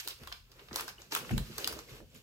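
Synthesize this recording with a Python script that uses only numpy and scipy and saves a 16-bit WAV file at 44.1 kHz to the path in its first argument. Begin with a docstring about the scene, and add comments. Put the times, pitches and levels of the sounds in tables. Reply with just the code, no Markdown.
"""Still air and a hum lie under the whole scene; a small room answers the bag.
A foil snack bag is handled from the start: creases snap over, each a short crack of its own colour,
above a fine crinkle of ticks and hiss; more cracks cluster near 0.75 and 1.15 s.
About 1.3 s, as a man leans out of his chair, chair and table thump low: shaped noise and ringing modes.
Strong cracks return until 1.8 s, then only faint ones, with dull rustle and one last bump."""
import sys
import numpy as np
from scipy import signal
from scipy.fft import rfft, irfft, next_fast_len
from scipy.io import wavfile
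from scipy.ndimage import map_coordinates

SR = 44100
rng = np.random.default_rng(int(sys.argv[2]) if len(sys.argv) > 2 else 0)


def gain_from_decibels(decibels):
    """Convert decibel values to linear amplitude factors."""
    exponent = np.asarray(decibels, float) / 20
    return 10 ** exponent


def unload_wav(signal):
    """Save mono or channel-first audio to the path in sys.argv[1] as 16-bit WAV at rate SR, clipped to [-1, 1]."""
    wavfile.write(
        sys.argv[1],
        SR,
        np.round(np.clip(np.atleast_2d(signal).T, -1, 1) * 32767).astype(np.int16),
    )


N = 98078  # samples


def unit(x):
    """Scales to rms 1."""
    return x / np.sqrt(np.mean(x ** 2) + 1e-20)


def along(points, hz):
    """Reads (Hz, value) points on a log frequency axis."""
    point_hz, value = np.transpose(points)
    return np.interp(np.log(hz + 1), np.log(point_hz + 1), value)


def curves(rows):
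    """One value per sample for each column after the time."""
    time_s, *columns = np.transpose(rows)
    return [np.interp(np.arange(N) / SR, time_s, column) for column in columns]


def wobble(rate_hz):
    """A smooth random curve, rate_hz knots a second."""
    knots = rng.standard_normal(int(N * rate_hz / SR) + 4)
    return map_coordinates(knots, [np.arange(N) * rate_hz / SR])


def filtered(x, response):
    """x times a complex response of frequency."""
    size = next_fast_len(N + SR // 2)
    return irfft(rfft(x, size) * response(np.fft.rfftfreq(size, 1 / SR)), size)[..., :N]


def noise(spectrum, alike):
    """Stereo noise of rms 1; alike is the correlation of the sides."""
    a, b = filtered(rng.standard_normal((2, N)), lambda hz: gain_from_decibels(along(spectrum, hz)))
    turn = np.arccos(np.clip(alike, -1, 1)) / 2
    left = np.cos(turn) * a + np.sin(turn) * b
    right = np.cos(turn) * a - np.sin(turn) * b
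    return unit(np.array([left, right]))


# still-air spectrum: freq_hz, relative_db
AIR_SPECTRUM = [(120, -49), (200, -21), (361, -12), (814, -58), (2510, -8), (10200, -17), (12500, -18),
                (15600, -6), (16500, -38)]
AIR_RMS_DB = -76.5
HUM_HZ, HUM_PEAK_DB = 123.8, -67.5


def floor():
    """Still room air as shaped noise, and a hum as a sine of wavering level."""
    hum_gain = gain_from_decibels(HUM_PEAK_DB + 0.92 * wobble(5.72))
    hum = hum_gain * np.sin(2 * np.pi * HUM_HZ * np.arange(N) / SR)
    return gain_from_decibels(AIR_RMS_DB) * noise(AIR_SPECTRUM, 0.057) + hum


# reverberation: freq_hz, t60_s
ROOM_DECAY = [(200, 0.24), (1500, 0.28), (5000, 0.31), (14000, 0.24)]
ROOM_DB, ROOM_GAP_S = -6, .003


def room(x):
    """Each frequency dies at its own speed; every 0.1 s stretch meets a new noise tail."""
    out, step = np.zeros((2, N + 2 * SR)), SR // 10
    for start in range(0, N, step):
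        hz, t, z = signal.stft(rng.standard_normal((2, SR // 2)), SR, nperseg=256)
        decay = gain_from_decibels(-60 * t / along(ROOM_DECAY, hz)[:, None])
        tail = signal.istft(z * decay, SR, nperseg=256)[1]
        tail = tail / np.linalg.norm(tail[0])
        wet = signal.fftconvolve(x[:, start:start + step], tail, axes=1)
        out[:, start + round(ROOM_GAP_S * SR):][:, :wet.shape[1]] += wet
    return out[:, :N]


# chair rumble: time_s, deep_db, upper_bass_db
CHAIR_LEVELS = [(0.0, -70, -95), (0.2, -61.5, -73), (0.22, -46, -62), (0.3, -53.5, -73), (0.67, -68, -69.5),
                (0.72, -50.5, -63), (0.77, -64.5, -64), (1.03, -61.5, -71), (1.21, -86, -54.5),
                (1.3, -60, -54), (1.32, -42, -29.5), (1.34, -51, -26), (1.375, -28, -37), (1.415, -31, -41),
                (1.45, -58, -51.5), (1.67, -61, -61), (1.74, -51, -56.5), (1.87, -67, -66),
                (1.94, -64, -52.5), (1.98, -78, -66), (2.03, -57, -58), (2.13, -68, -67),
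                (2.16, -69, -52.5), (2.22, -82, -65)]
# rumble spectra: freq_hz, relative_db
DEEP_SPECTRUM = [(18, -58), (30, 1), (54, -3.5), (86, -10), (100, -14), (130, -63), (220, -120)]
UPPER_SPECTRUM = [(47, 1), (80, 0), (130, 4.5), (237, 1), (280, -12), (360, -24), (620, -120)]
# rustle of clothes and upholstery: time_s, relative_db
CLOTH_LEVELS = [(0.0, -82), (0.04, -84), (0.07, -55.5), (0.18, -78.5), (0.22, -60.5), (0.44, -82.5),
                (0.61, -61), (0.695, -71.5), (0.72, -54.5), (0.83, -52), (0.98, -77.5), (0.99, -61.5),
                (1.1, -72.5), (1.12, -52), (1.29, -55), (1.32, -55), (1.38, -49.5), (1.48, -64), (1.5, -54),
                (1.56, -73), (1.58, -46.5), (1.8, -55), (1.85, -66.5), (1.95, -55), (1.98, -66),
                (2.02, -53.5), (2.1, -78.5), (2.17, -61.5), (2.22, -78)]
# rustle spectrum: freq_hz, relative_db
CLOTH_SPECTRUM = [(150, -43), (250, -1.5), (318, 1.5), (461, 5.5), (700, -6.5), (910, -30), (1540, -120)]
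CLOTH_GAIN_DB = 0.5


def chair():
    """Shifting weight: two bands of lumpy low rumble and a dull rustle."""
    deep_db, upper_db = curves(CHAIR_LEVELS)
    cloth_db, = curves(CLOTH_LEVELS)
    deep = gain_from_decibels(deep_db + 0.55 * wobble(21.0)) * noise(DEEP_SPECTRUM, 0.93)
    upper = gain_from_decibels(upper_db + 0.45 * wobble(30.2)) * noise(UPPER_SPECTRUM, 0.69)
    cloth_gain = gain_from_decibels(cloth_db + CLOTH_GAIN_DB + 2.24 * wobble(49.72))
    return deep + upper + cloth_gain * noise(CLOTH_SPECTRUM, 0.77)


# soft blows: start_s, relative_db, hardness_db_per_octave (tilt about the third table mode)
BUMP_EVENTS = [(0.209, -41.5, -3), (0.711, -40.5, 9), (1.308, -34.5, 10), (1.321, -19.5, -7.5),
               (1.339, -20, -11.5), (1.369, -32.5, 4), (1.393, -40, 3), (1.408, -46, 4),
               (1.496, -40.5, 7.5), (1.915, -41.5, -11.5)]
# table modes: freq_hz, relative_db, t60_s
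TABLE_MODES = [(43.5, -17, 0.2), (74, -11, 0.067), (132.2, 3.5, 0.099), (221.7, 2, 0.086),
               (313.4, -5.5, 0.069), (345.6, -9.5, 0.12)]
BUMP_GAIN_DB, BUMP_RISE_S = -4.5, 0.0076


def bumps():
    """Soft blows ring the table's low modes, harder ones brighter, each mode's level varying at random."""
    out, t = np.zeros(N + SR), np.arange(SR // 2) / SR
    pivot_hz = TABLE_MODES[2][0]
    for start_s, level_db, hard_db in BUMP_EVENTS:
        ring = 0
        for hz, mode_db, t60_s in TABLE_MODES:
            mode_db = mode_db + hard_db * np.log2(hz / pivot_hz) + rng.normal(0, 1)
            ring = ring + gain_from_decibels(mode_db - 60 * t / t60_s) * np.sin(2 * np.pi * hz * t)
        rise = 1 - np.exp(-t / BUMP_RISE_S)
        out[round(start_s * SR):][:len(t)] += gain_from_decibels(level_db + BUMP_GAIN_DB) * ring * rise
    return out[:N]


# small flat foil facets that pop: start_s, relative_db, pitch_hz
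PING_EVENTS = [(0.283, -42, 3270), (0.982, -43, 2930), (1.164, -47, 2440), (1.306, -32.5, 730),
               (1.336, -40.5, 2690), (1.336, -42, 6980), (1.643, -31, 2940), (1.886, -49, 2130),
               (2.101, -58, 7300), (2.160, -46.5, 7140)]
PING_T60_S, PING_RISE_S = .02, 0.0013


def pings():
    """Each facet rings as a close pair of notes and dies fast."""
    out, t = np.zeros(N + SR), np.arange(4096) / SR
    for start_s, level_db, hz in PING_EVENTS:
        second_hz = hz * rng.normal(1, 0.01)
        pair = np.sin(2 * np.pi * hz * t) + .5 * np.sin(2 * np.pi * second_hz * t)
        envelope = gain_from_decibels(level_db - 60 * t / PING_T60_S) * (1 - np.exp(-t / PING_RISE_S))
        out[round(start_s * SR):][:len(t)] += envelope * pair
    return out[:N]


GRAINS, SPREAD_DB, LIFE_CYCLES = 5000, 4.5, 4


def ticks(lo_hz, hi_hz, spectrum):
    """Random tiny ticks, each a damped sine of a few cycles and uneven size; rms 1."""
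    u, t = rng.random((GRAINS, 3)), np.arange(192) / SR
    hz = lo_hz * (hi_hz / lo_hz) ** u[:, 1:2]
    size_db = -SPREAD_DB * np.log(1.01 - u[:, 2:]) + along(spectrum, hz)
    wave = gain_from_decibels(size_db) * hz * np.sin(2 * np.pi * hz * t) * np.exp(-t * hz / LIFE_CYCLES)
    at = (u[:, :1] * N).astype(int) + np.arange(len(t))
    return unit(np.bincount(at.ravel(), wave.ravel(), N + len(t))[:N])


# squeezing hand: time_s, crinkle_db, body_db
CRINKLE_LEVELS = [(0, -36.5, -63), (.02, -54, -59.5), (.065, -55, -68), (.1, -48.5, -54.5), (.15, -68, -83),
                  (.22, -63, -60.5), (.3, -61, -70), (.36, -63, -77), (.45, -75, -80.5), (.6, -65, -65),
                  (.7, -68.5, -72), (.73, -61, -63), (.79, -43, -48), (.86, -63.5, -70), (.89, -49, -59),
                  (.95, -81, -83), (1.0, -59.5, -62.5), (1.1, -70, -83), (1.125, -39.5, -46),
                  (1.17, -47, -57.5), (1.23, -63, -58), (1.31, -53, -59.5), (1.42, -59, -70),
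                  (1.56, -55, -62.5), (1.6, -46.5, -52), (1.7, -53.5, -57), (1.8, -58.5, -64),
                  (1.865, -66, -76), (1.9, -55, -64), (1.965, -59, -59.5), (2.05, -74.5, -89),
                  (2.13, -68.5, -76), (2.16, -59, -71.5), (2.22, -71, -80)]
# foil spectrum: freq_hz, relative_db
FOIL_SPECTRUM = [(880, -27), (1500, 1), (2110, -3), (2530, 6), (5470, 1.5), (9790, -5.5), (13500, 0),
                 (16000, -17), (16500, -45)]
# bag and chips spectrum: freq_hz, relative_db
BODY_SPECTRUM = [(350, -41), (600, -12), (818, -3), (989, -4), (2200, -2.5), (2860, -5), (4840, -120)]
TICK_DB, HISS_DB = -4, 0


def crinkle():
    """Fine ticks and the hiss of sliding foil follow the squeezing hand, in a high and a body band."""
    def texture(lo_hz, hi_hz, spectrum):
        return gain_from_decibels(TICK_DB) * ticks(lo_hz, hi_hz, spectrum) + gain_from_decibels(HISS_DB) * noise(spectrum, 0.33)

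    foil_db, body_db = curves(CRINKLE_LEVELS)
    high = gain_from_decibels(foil_db + 1.18 * wobble(39.45)) * texture(2070, 13100, FOIL_SPECTRUM)
    low = gain_from_decibels(body_db + 2.62 * wobble(30.26)) * texture(610, 1678, BODY_SPECTRUM)
    return high + low


# creases: start_s, level_db, crease_hz, body_rel_db, crease_rel_db, treble_rel_db, drag_factor
# (drag_factor stretches rise and decay, before the extra drag of weak creases)
SNAP_EVENTS = [(0.075, -22.5, 3870, -23, -19, -13.5, 0.87), (0.083, -33, 5100, -37, -12, -5.5, 1.24),
               (0.1067, -35.5, 3400, -41, -11, -23, 1.3), (0.2343, -42.5, 3360, -16, -14, -14, 0.67),
               (0.2721, -32.5, 3740, -18.5, -18, -17, 1.33), (0.3172, -37.5, 3770, -10.5, -21, -37, 0.86),
               (0.3241, -29.5, 3460, -18, -11.5, -22.5, 0.86), (0.515, -51, 4170, -15, -8.5, -13, 1.2),
               (0.5917, -49, 2950, -11, -8, -33, 1.2), (0.6845, -45.5, 3300, -11, -12.5, -24, 0.86),
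               (0.7088, -47, 2000, -4.5, -16, -35, 1.6), (0.7285, -39, 4840, -15, -8.5, -18, 1.1),
               (0.742, -49.5, 2350, -28, -2.5, 1, 0.48), (0.7587, -18.5, 4570, -21, -20, -12.5, 1.13),
               (0.767, -28.5, 5500, -13.5, -24, -18, 1.5), (0.7848, -29, 4830, -13, -24, -27, 1.12),
               (0.7962, -37.5, 3000, -3, -9.5, -29, 0.44), (0.8076, -22.5, 4700, -19, -25.5, -16.5, 1.2),
               (0.8788, -35, 4350, -9, -11, -10, 1.07), (1.018, -39.5, 5100, -19, -12, -34, 0.58),
               (1.1097, -42, 5200, -18, -13, -15, 0.87), (1.1209, -27.5, 4500, -14, -12.5, -23, 0.77),
               (1.1313, -35, 5020, -29, -28, -7.5, 1.05), (1.1492, -19, 3100, -15, -17, -10.5, 1.17),
               (1.1616, -27.5, 5660, -6.5, -15, -19, 1.53), (1.1645, -37.5, 2620, -33, -9, -3, 4.3),
               (1.2464, -44.5, 2500, -9, -9.5, -29, 0.77), (1.293, -35.5, 2110, -14.5, -11.5, -34, 0.58),
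               (1.3085, -36, 2020, -17, -9, -14.5, 1.7), (1.3783, -26, 3370, -14.5, -14, -11.5, 1),
               (1.58, -28, 4830, -15, -13, -8.5, 1.4), (1.6439, -23.5, 3720, -27, -10.5, -16, 0.8),
               (1.6742, -16, 3750, -24, -17.5, -13.5, 1.23), (1.7237, -30.5, 5410, -17, -23, -13.5, 2),
               (1.7892, -33.5, 4800, -14.5, -14.5, -24, 0.66), (2.0033, -49.5, 3960, -7.5, -32, -39, 0.39),
               (2.1436, -51, 2550, -24, -11.5, -10, 2.7), ]
# body, crease, treble: t60_s at drag 1
SNAP_T60_S = [0.024, 0.02, 0.011]
# body, crease, treble: gain_db
SNAP_GAIN_DB = [2.5, 4, 2]
BODY_HZ, TREBLE_HZ = 1115, 10900
SNAP_OCTAVES = (0.56, 0.46, 1)  # band widths: body, crease, treble
RISE_S, CLICK = .001, 3.2  # at drag 1
SIDE_SHARE = 0.82  # rattle that differs left and right
LOUD_DB, DRAG_DB_PER_DB = -22.5, .2  # weaker creases drag longer


def snaps():
    """A crease loads up, then clicks over its rattle: in the bag's body, at its own pitch, in the treble."""
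    out, t, lead = np.zeros((2, N + SR)), np.arange(4096) / SR, 256
    f = np.fft.rfftfreq(len(t), 1 / SR) + 1
    for start_s, level_db, crease_hz, *rel, drag in SNAP_EVENTS:
        drag = np.clip(drag * gain_from_decibels(DRAG_DB_PER_DB * (LOUD_DB - level_db)), .3, 6)
        late = t - lead / SR - RISE_S * drag
        peak = np.argmax(late >= 0)
        load = np.clip(1 + late / (RISE_S * drag), 0, 1) ** 2
        centres_hz = (BODY_HZ, crease_hz, TREBLE_HZ)
        crack = 0
        for hz, octaves, t60_s, gain_db, rel_db in zip(
                centres_hz, SNAP_OCTAVES, SNAP_T60_S, SNAP_GAIN_DB, rel):
            middle, side = rng.standard_normal((2, len(t)))
            decay = gain_from_decibels(-60 * np.abs(late) / (t60_s * drag))
            rattle = middle + SIDE_SHARE * np.outer([1, -1], side)
            burst = rattle * np.where(late < 0, load, decay)
            burst[:, peak] += CLICK / drag ** 2
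            bell = np.exp(-.5 * (np.log2(f / hz) / octaves) ** 2)
            band = irfft(rfft(burst) * bell)
            band = band / band[:, peak:peak + 128].std()
            crack = crack + gain_from_decibels(level_db + rel_db + gain_db) * band
        start = round(start_s * SR)
        out[:, start:start + len(t)] += crack
    return out[:, lead:N + lead]


LEFT_LAG_S = .00015


def scene():
    """The bag is nearer the right port, so the left hears it later; facets reach both alike."""
    bag = snaps() + crinkle()
    half_lags = np.array([[1], [-1]]) * LEFT_LAG_S / 2
    direct = filtered(bag, lambda hz: np.exp(-2j * np.pi * hz * half_lags))
    facets = pings()
    wet = gain_from_decibels(ROOM_DB) * room(bag + facets)
    return direct + facets + wet + chair() + bumps() + floor()


def band_limit(x):
    """A steep low-pass at the top of the band."""
    return signal.sosfilt(signal.butter(12, 16810, fs=SR, output="sos"), x)


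# port colour: freq_hz, left_minus_right_db
PORT_COLOUR = [(60, 4), (200, -2.5), (500, -1.5), (1200, -2), (2400, 2), (4400, -4.5), (8100, 0.5),
               (14000, 1.5)]
LOW_CUT_HZ, TOP_HZ = 43, 16000


def record(dry):
    """The two ports differ in colour; a steep low cut and a sharp band limit follow."""
    def response(hz):
        colour = gain_from_decibels(along(PORT_COLOUR, hz) * np.array([[.5], [-.5]]))
        low_cut = 1 / np.sqrt(1 + (LOW_CUT_HZ / (hz + 1)) ** 12)
        return colour * low_cut * (hz < TOP_HZ)

    return band_limit(filtered(dry, response))


dry = scene()
out = record(dry)
unload_wav(out)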